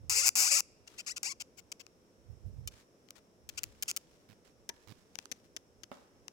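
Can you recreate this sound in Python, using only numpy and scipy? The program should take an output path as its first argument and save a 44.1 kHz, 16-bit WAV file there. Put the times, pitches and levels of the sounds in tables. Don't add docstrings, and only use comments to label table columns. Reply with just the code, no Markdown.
import sys
import numpy as np
from scipy import signal
from scipy.fft import rfft, irfft, next_fast_len
from scipy.io import wavfile
from scipy.ndimage import uniform_filter1d

SR = 44100
rng = np.random.default_rng(int(sys.argv[2]) if len(sys.argv) > 2 else 0)


def materialize(psi):
    bounded = np.clip(np.atleast_2d(psi).T, -1, 1)
    quanta = np.round(bounded * 32767).astype(np.int16)
    wavfile.write(sys.argv[1], SR, quanta)


N = 278712
TIME = np.arange(N) / SR

# time_s, slip_rate_hz, relative_level_db
CREAK_CURVES = [
    [(0.096, 268.5, -29), (0.107, 278.5, -31), (0.113, 431, -31), (0.133, 425.3, -31),
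     (0.146, 549.4, -33.5), (0.154, 442.4, -31.5), (0.168, 452.8, -27.5), (0.182, 533, -27),
     (0.208, 520.2, -29.5), (0.228, 686, -32.5), (0.248, 719, -29.5), (0.264, 429.3, -25),
     (0.277, 248.1, -25)],
    [(0.354, 201.3, -30), (0.394, 318, -26), (0.42, 323.9, -27), (0.45, 413, -29.5), (0.484, 786, -28.5),
     (0.5, 881.6, -33), (0.517, 620.4, -25.5), (0.546, 576, -27), (0.572, 713, -26.5),
     (0.592, 353.7, -31.5), (0.604, 161.4, -31.5)],
    [(1.063, 575, -46.5), (1.076, 611, -37), (1.096, 1320, -42), (1.119, 1960, -40.5), (1.135, 1990, -68)],
    [(1.24, 467, -40.5), (1.26, 800, -35.5), (1.302, 1168, -42.5), (1.322, 1040, -39), (1.336, 1206, -72)],
]
# start_s, length_s, first_rate_hz, last_rate_hz, relative_level_db, pan_db
# (pan_db is always left minus right)
SQUEAK_GLIDES = [(0.873, .008, 617, 485, -49, -2.5), (0.976, 0.036, 1107, 620, -42, -3.5),
                 (1.16, 0.019, 847.8, 307, -37.5, -4), (1.398, 0.022, 800, 265, -40.5, -1.5),
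                 (1.57, 0.032, 815, 700, -64.5, 8), (1.717, 0.0063, 324, 287, -38.5, -3),
                 (1.795, 0.022, 524, 583, -55, 6.5), (3.5725, 0.018, 906, 464, -37, -0.5),
                 (3.8795, 0.033, 421, 146, -34, -5.5)]
# start_s, slip_count (rounded in use), slip_rate_hz, first_slip_db, pan_db
SKIN_CATCHES = [(1.2304, 3.7, 414, -9, -1), (2.674, 9.4, 609, -11, -4.5), (3.4901, 3, 289, -14, 0.5),
                (3.6331, 2, 188, -8, 0.5), (3.824, 3, 246, -5.5, -1.5), (3.9634, 3, 228, -6.5, -3),
                (4.6905, 4.4, 399, -9.5, -6.5), (5.315, 3, 255.5, -11, -5), (5.564, 2.82, 321, -13, -5.5),
                (5.8334, 2.54, 326, -20, -5)]
# start_s, level_db, pan_db
SINGLE_SLIPS = [(0.2813, 1.5, 0.5), (0.2892, 2.5, -1), (1.865, -34, 12), (3.086, -40.5, 17),
                (3.1055, -17.5, -5), (5.1541, -18, 0), (5.1871, -22, 17), (5.255, -24, -30.5),
                (6.2806, -17, -4.5)]
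# frequency_hz, left_db, right_db
FIRM_GRIP_EQ = [(201.9, -25, -17), (850, -13.5, -31), (1400, -10, -11), (1700, -18, -25),
                (2222, -6.5, -17.5), (2675, -4, -23), (3128, -19.5, -29.5), (4172, -13.5, -27),
                (4800, -1.5, -16.5), (6770, -0.5, -4.5), (7690, 0.5, -10.5), (8630, -15.5, -8),
                (14850, -10, -19.5)]
SHIFTED_GRIP_EQ = [(120.1, -0.5, -10), (800, -16, -33), (1300, -10, -5.5), (1800, -5.5, -14),
                   (2760, 0, -19.5), (3880, -4.5, -16.5), (5330, 0.5, -4.5), (6740, 1.5, -4),
                   (7560, 6.5, -34), (8300, -22, -0.5), (15000, 3.5, -12)]
LOOSE_GRIP_EQ = [(101.1, 5.5, -10), (700, -4, -17.5), (1285.3, -4, -11), (1940, -3.5, -27),
                 (2710, 2, -22.5), (4150, -5, -18), (5540, 5.5, -15), (6360, 7.5, -10),
                 (7968.5, -10.5, -14.5), (9400, -5.5, -13.5), (14144, -7.5, -24)]
# firm_to_shifted_s, shifted_to_loose_s
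GRIP_CHANGES_S = (2.2, 4.5)
# frequency_hz, phase_rad
RIGHT_PORT_LAG = [(600, 2.5), (3000, 3.0), (5100, 0.5), (12300, 1), (14200, -3)]
# start_s, direct_db, room_send_db, pan_db
KNOCK_HITS = [(4.697, -24, -30, -8), (5.9158, -19, -20.5, -8.5)]
# pitch_hz, level_db, t60_s
KNOCK_RINGS = [
    [(940, -5, 0.084), (1720, 3, 0.022)],
    [(268, 0, 0.059), (557, 2, 0.03), (1280, -3, 0.033), (1800, -3, 0.018)],
]
# start_s, length_s, level_db, pan_db
FINGER_BUMPS = [(4.289, 0.04883, -65, -20.5), (4.873, 0.05743, -59.5, -22)]
# frequency_hz, gain_db
BUMP_EQ = [(40, -18.5), (160, 2.5), (600, -11.5), (4500, -15.5), (9000, -27.5)]
# start_s, length_s, level_db, pan_db
SOFT_HISSES = [(0.865, 0.43, -66, 6), (2.709, 0.15, -60, 1), (3.153, 0.048, -61, 15), (3.486, 1, -67, 1),
               (4.445, 0.086, -68, -7.5), (4.735, 0.54, -69, -8), (5.179, 0.32, -69.5, 5),
               (5.438, 0.033, -68, 9.5), (5.914, 0.2, -66.5, -4)]
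# frequency_hz, gain_db
SOFT_HISS_EQ = [(300, 4.5), (1500, 6.5), (6500, 2.5), (16000, -12)]
# peak_s, rise_and_fall_s, level_db, pan_db
DRAUGHT_GUSTS = [(0.09, 0.15, -53.5, -8.5), (2.321, 0.031, -52, -24), (2.47, 0.023, -44, -17.5),
                 (2.595, 0.042, -41.5, -15), (3.69, 0.12, -58, -1.5)]
# frequency_hz, gain_db
DRAUGHT_EQ = [(20, -18), (70, 1), (115, -1.5), (190, -20), (900, -61.5)]
# frequency_hz, gain_db
FAN_EQ = [(25, -19), (220, -3), (499, -4), (780, -16), (1720, -25), (3220, -28.5), (4650, -31.5),
          (5450, -19), (6210, -27.5), (16000, -41)]
# frequency_hz, t60_s
ROOM_DECAY = [(125, 0.25), (2000, 1), (16000, 0.25)]


def creaks(gain_db=1.58, grit_db=-11.5, dull_from_hz=330, max_dulling_db=6.5):
    out = np.zeros((2, N))
    for curve in CREAK_CURVES:
        times, rates_hz, levels_db = np.transpose(curve)
        grid = np.arange(times[0], times[-1], 1 / SR)
        rate_hz = np.exp(np.interp(grid, times, np.log(rates_hz)))
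        creak = slide(grid, rate_hz, gain_db + np.interp(grid, times, levels_db), grit_db)
        treble = colour(creak, [(9000, -40), (12000, 0)])
        t = times[0] + TIME[:creak.shape[1]]
        octaves_up = np.clip(np.log2(np.interp(t, times, rates_hz) / dull_from_hz), 0, 1)
        add(out, times[0], creak + (undb(-max_dulling_db * octaves_up) - 1) * treble)
    return out


def squeaks(scratchy_below_db=-59.5, swell_db_per_octave=17):
    out = np.zeros((2, N))
    for start, length, first_hz, last_hz, db, pan_db in SQUEAK_GLIDES:
        t = TIME[:int(length * SR)]
        glide = np.sin(np.pi / 2 * (t / length) ** 0.72) ** 2
        rate_hz = first_hz * (last_hz / first_hz) ** glide
        ends = (2 * t / length - 1) ** 4
        fade_db = swell_db_per_octave * np.maximum(np.log2(rate_hz / 400), 0) * ends
        squeak = slide(t, rate_hz, db - fade_db, grit_db=scratchy_below_db - db)
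        add(out, start, pan(pan_db) * fingertip(squeak))
    return out


def catches(jitter=0.025, steady_hz=210, fade_db_per_octave=13, max_fade_db=20):
    out = np.zeros((2, N))
    for start, count, rate_hz, db, pan_db in SKIN_CATCHES:
        count = round(count)
        fade_db = np.clip(fade_db_per_octave * np.log2(rate_hz / steady_hz), 0, max_fade_db)
        sizes = undb(db - np.linspace(0, fade_db, count))
        gaps = np.exp(jitter * rng.standard_normal(count - 1)) / rate_hz
        add(out, start, pan(pan_db) * slips(start + np.append(0, np.cumsum(gaps)), sizes))
    return out


def clicks():
    out = np.zeros((2, N))
    for start, db, pan_db in SINGLE_SLIPS:
        add(out, start, pan(pan_db) * slips(np.array([start]), undb([db])))
    return out


def slide(grid, rate_hz, db, grit_db, unevenness_hz=32, scatter_db=1.0):
    cycles = np.cumsum(rate_hz) * (grid[1] - grid[0])
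    count = max(round(cycles[-1]), 1) + 1
    timing, strength = rng.standard_normal((256, 2))[:count].T
    phase = np.linspace(cycles[0], cycles[-1], count)
    jitter = np.clip(unevenness_hz / np.interp(phase, cycles, rate_hz), .02, .08)
    drift = np.cumsum(timing * jitter)
    drift -= np.linspace(drift[0], drift[-1], count)
    times = np.interp(phase + drift, cycles, grid)
    loading = np.sqrt(SR / np.interp(times, grid, rate_hz))
    sizes = undb(np.interp(times, grid, db) + scatter_db * strength) * loading
    return slips(times, sizes, grit_db)


def slips(times, sizes, grit_db=-16, spread_s=.0016, bend_hz=5900, soft_below_db=-1.5):
    n = next_fast_len(int((times[-1] - times[0] + .02) * SR))
    hz = np.fft.rfftfreq(n, 1 / SR)
    onsets_s = (times - times[0])[:, None]
    tilt_db_per_octave = -0.38 * np.maximum(soft_below_db - 20 * np.log10(sizes), 0)[:, None]
    octaves = np.clip(np.log2((hz + 1) / bend_hz), -0.5, 1)
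    pulses = undb(tilt_db_per_octave * octaves) * np.exp(-2j * np.pi * onsets_s * hz)
    edge_s = .0009 + .0005 * np.sin(2 * np.pi * (4 * onsets_s + rng.random((2, 1, 1))))
    force = sizes @ (pulses * (1 + 0.5 * np.exp(-2j * np.pi * edge_s * hz)))
    scrape_power = np.convolve(irfft(force[0], n) ** 2, np.hanning(64) / 32)[:n]
    force += undb(grit_db) * rfft(np.sqrt(scrape_power) * rng.standard_normal((2, n)))
    grip_eq = (FIRM_GRIP_EQ, SHIFTED_GRIP_EQ, LOOSE_GRIP_EQ)[np.searchsorted(GRIP_CHANGES_S, times[0])]
    case_tone = unit(undb([along(grip_eq, hz, column=1), along(grip_eq, hz, column=2)]))
    low_cut = hz ** 2 / (hz ** 2 + 120 ** 2)
    delay_s = .0004 + spread_s / (1 + (hz / bend_hz) ** 4)
    travel = np.exp(-2j * np.pi * np.cumsum(delay_s) * SR / n)
    force[1] *= np.exp(-1j * along(RIGHT_PORT_LAG, hz))
    fade_out = np.minimum(np.arange(n)[::-1] / (SR / 100), 1) ** 2
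    return fade_out * irfft(force * case_tone * low_cut * travel, n)


def fingertip(x, centre_hz=3150, boost_db=13.5, width_octaves=0.13):
    hz = np.fft.rfftfreq(x.shape[1], 1 / SR)
    detuning = hz / centre_hz - centre_hz / (hz + 1)
    band = 1 / (1 + 1j * detuning / (np.log(2) * width_octaves))
    return irfft(rfft(x) * (1 + (undb(boost_db) - 1) * band), x.shape[1])


def case_ring(x):
    shimmer = ring([(5950, -59, .09), (11100, -61, .16)], TIME[:SR // 4])
    return signal.fftconvolve(x, shimmer[None], axes=1)[:, :N]


def knocks(crack_db=-1, crack_s=0.0038):
    direct, room_send = np.zeros((2, 2, N))
    t = TIME[:SR // 4]
    for (start, db, room_db, pan_db), modes in zip(KNOCK_HITS, KNOCK_RINGS):
        burst = rng.standard_normal((2, len(t))) * np.exp(-t / crack_s)
        crack = colour(burst, [(120, -8), (700, 3), (3800, -14), (7000, -31)]) * (1 - t / t[-1]) ** 2
        blow = unit(unit(ring(modes, t)) + undb(crack_db) * unit(crack)) / np.sqrt(len(t))
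        add(direct, start, undb(db) * pan(pan_db) * blow)
        add(room_send, start, undb(room_db) * blow)
    return direct + room(room_send)


def bumps(judder_hz=104, decay_s=0.0034, rise_s=0.0012):
    out = np.zeros((2, N))
    for start, length, db, pan_db in FINGER_BUMPS:
        t = TIME[:int(length * SR)]
        since_push = t % (1 / judder_hz)
        push = np.exp(-since_push / decay_s) * (1 - np.exp(-since_push / rise_s))
        judder = unit(push - push.mean()) * signal.windows.tukey(len(t), .2)
        grit = push * rng.standard_normal(len(t))
        thud, scrape = (unit(colour(np.pad(part, (0, len(t))), BUMP_EQ)) for part in (judder, grit))
        add(out, start, pan(pan_db) * undb(db) * unit(thud + scrape) / np.sqrt(2))
    return out


def soft_hisses(attack_s=0.0051, grain_db=3.0, waver_db=2):
    envelope = np.zeros((2, N))
    for start, length, db, pan_db in SOFT_HISSES:
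        t = TIME[:int(length * SR)]
        shape = np.minimum(t / attack_s, 1) * np.cos(np.pi / 2 * t / length)
        add(envelope, start, pan(pan_db) * undb(db) * shape)
    uneven_db = grain_db * wander(500) + waver_db * wander(40)
    return envelope * unit(colour(rng.standard_normal((2, N)) * undb(uneven_db), SOFT_HISS_EQ))


def draught(lull_db=-76.5, lull_pan_db=-9.5, flutter_db=3.0, flutter_hz=24.93):
    power = (pan(lull_pan_db) * undb(lull_db)) ** 2
    for peak_s, width_s, db, pan_db in DRAUGHT_GUSTS:
        gust = pan(pan_db) * undb(db) * np.exp(-np.abs(TIME - peak_s) / width_s)
        power = power + gust ** 2
    eddies = unit(colour(rng.standard_normal((2, N)), DRAUGHT_EQ))
    return eddies * np.sqrt(power) * undb(flutter_db * wander(flutter_hz))


def fan(mid_db=-66.5, sway_db=.35, sway_hz=9):
    mid, side = rng.standard_normal((2, N))
    side = colour(side, [(400, -11.5), (1200, 1.5), (5000, -1.0)])
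    gain = undb(mid_db + sway_db * wander(sway_hz)) / np.std(colour(mid, FAN_EQ))
    return gain * colour(np.array([mid + side, mid - side]), FAN_EQ)


def room(x, early_db=8, early_s=0.014, onset_s=0.0046):
    t = TIME[:SR // 2]
    hz = np.fft.rfftfreq(len(t), 1 / SR)
    noise = rfft(rng.standard_normal((2, len(t))))
    octave = np.round(np.log2(np.maximum(hz, ROOM_DECAY[0][0])))
    tail = 0
    for k in np.unique(octave):
        band = irfft(noise * (octave == k), len(t))
        tail = tail + band * decay(t, along(ROOM_DECAY, 2 ** k))
    early_lift = np.minimum(t / onset_s, 1) * (1 + undb(early_db) * np.exp(-t / early_s))
    response = unit(tail * early_lift) / np.sqrt(len(t))
    return signal.fftconvolve(x.mean(0)[None], response, axes=1)[:, :N]


def ring(modes, t):
    return sum(undb(db) * np.sin(2 * np.pi * hz * t) * decay(t, t60_s) for hz, db, t60_s in modes)


def decay(t, t60_s):
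    return np.exp(-np.log(1000) * t / t60_s)


def wander(rate_hz):
    hold = int(SR / rate_hz)
    steps = np.repeat(rng.standard_normal(N // hold + 1), hold)
    return 1.2 * uniform_filter1d(uniform_filter1d(steps, hold), hold)[:N]


def colour(x, eq):
    hz = np.fft.rfftfreq(x.shape[-1], 1 / SR)
    return irfft(rfft(x) * undb(along(eq, hz)), x.shape[-1])


def along(points, hz, column=1):
    table = np.array(points, float)
    return np.interp(np.log(hz + 1), np.log(table[:, 0]), table[:, column])


def undb(db):
    return 10 ** (np.asarray(db) / 20)


def unit(x):
    return x / np.sqrt(np.mean(x ** 2))


def pan(db):
    return undb(np.array([[db], [-db]]) / 2)


def add(out, start_s, x):
    i = max(int(start_s * SR), 0)
    out[:, i:i + x.shape[1]] += x[:, :max(N - i, 0)]


def scene(room_db=-27):
    grip = creaks() + squeaks() + catches() + clicks()
    ringing_grip = grip + case_ring(grip) + undb(room_db) * room(grip)
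    return ringing_grip + soft_hisses() + bumps() + knocks() + draught() + fan()


def record(dry, cutoff_hz=16200):
    return signal.sosfilt(signal.ellip(8, .2, 70, cutoff_hz, fs=SR, output="sos"), dry)


dry = scene()
out = record(dry)
materialize(out)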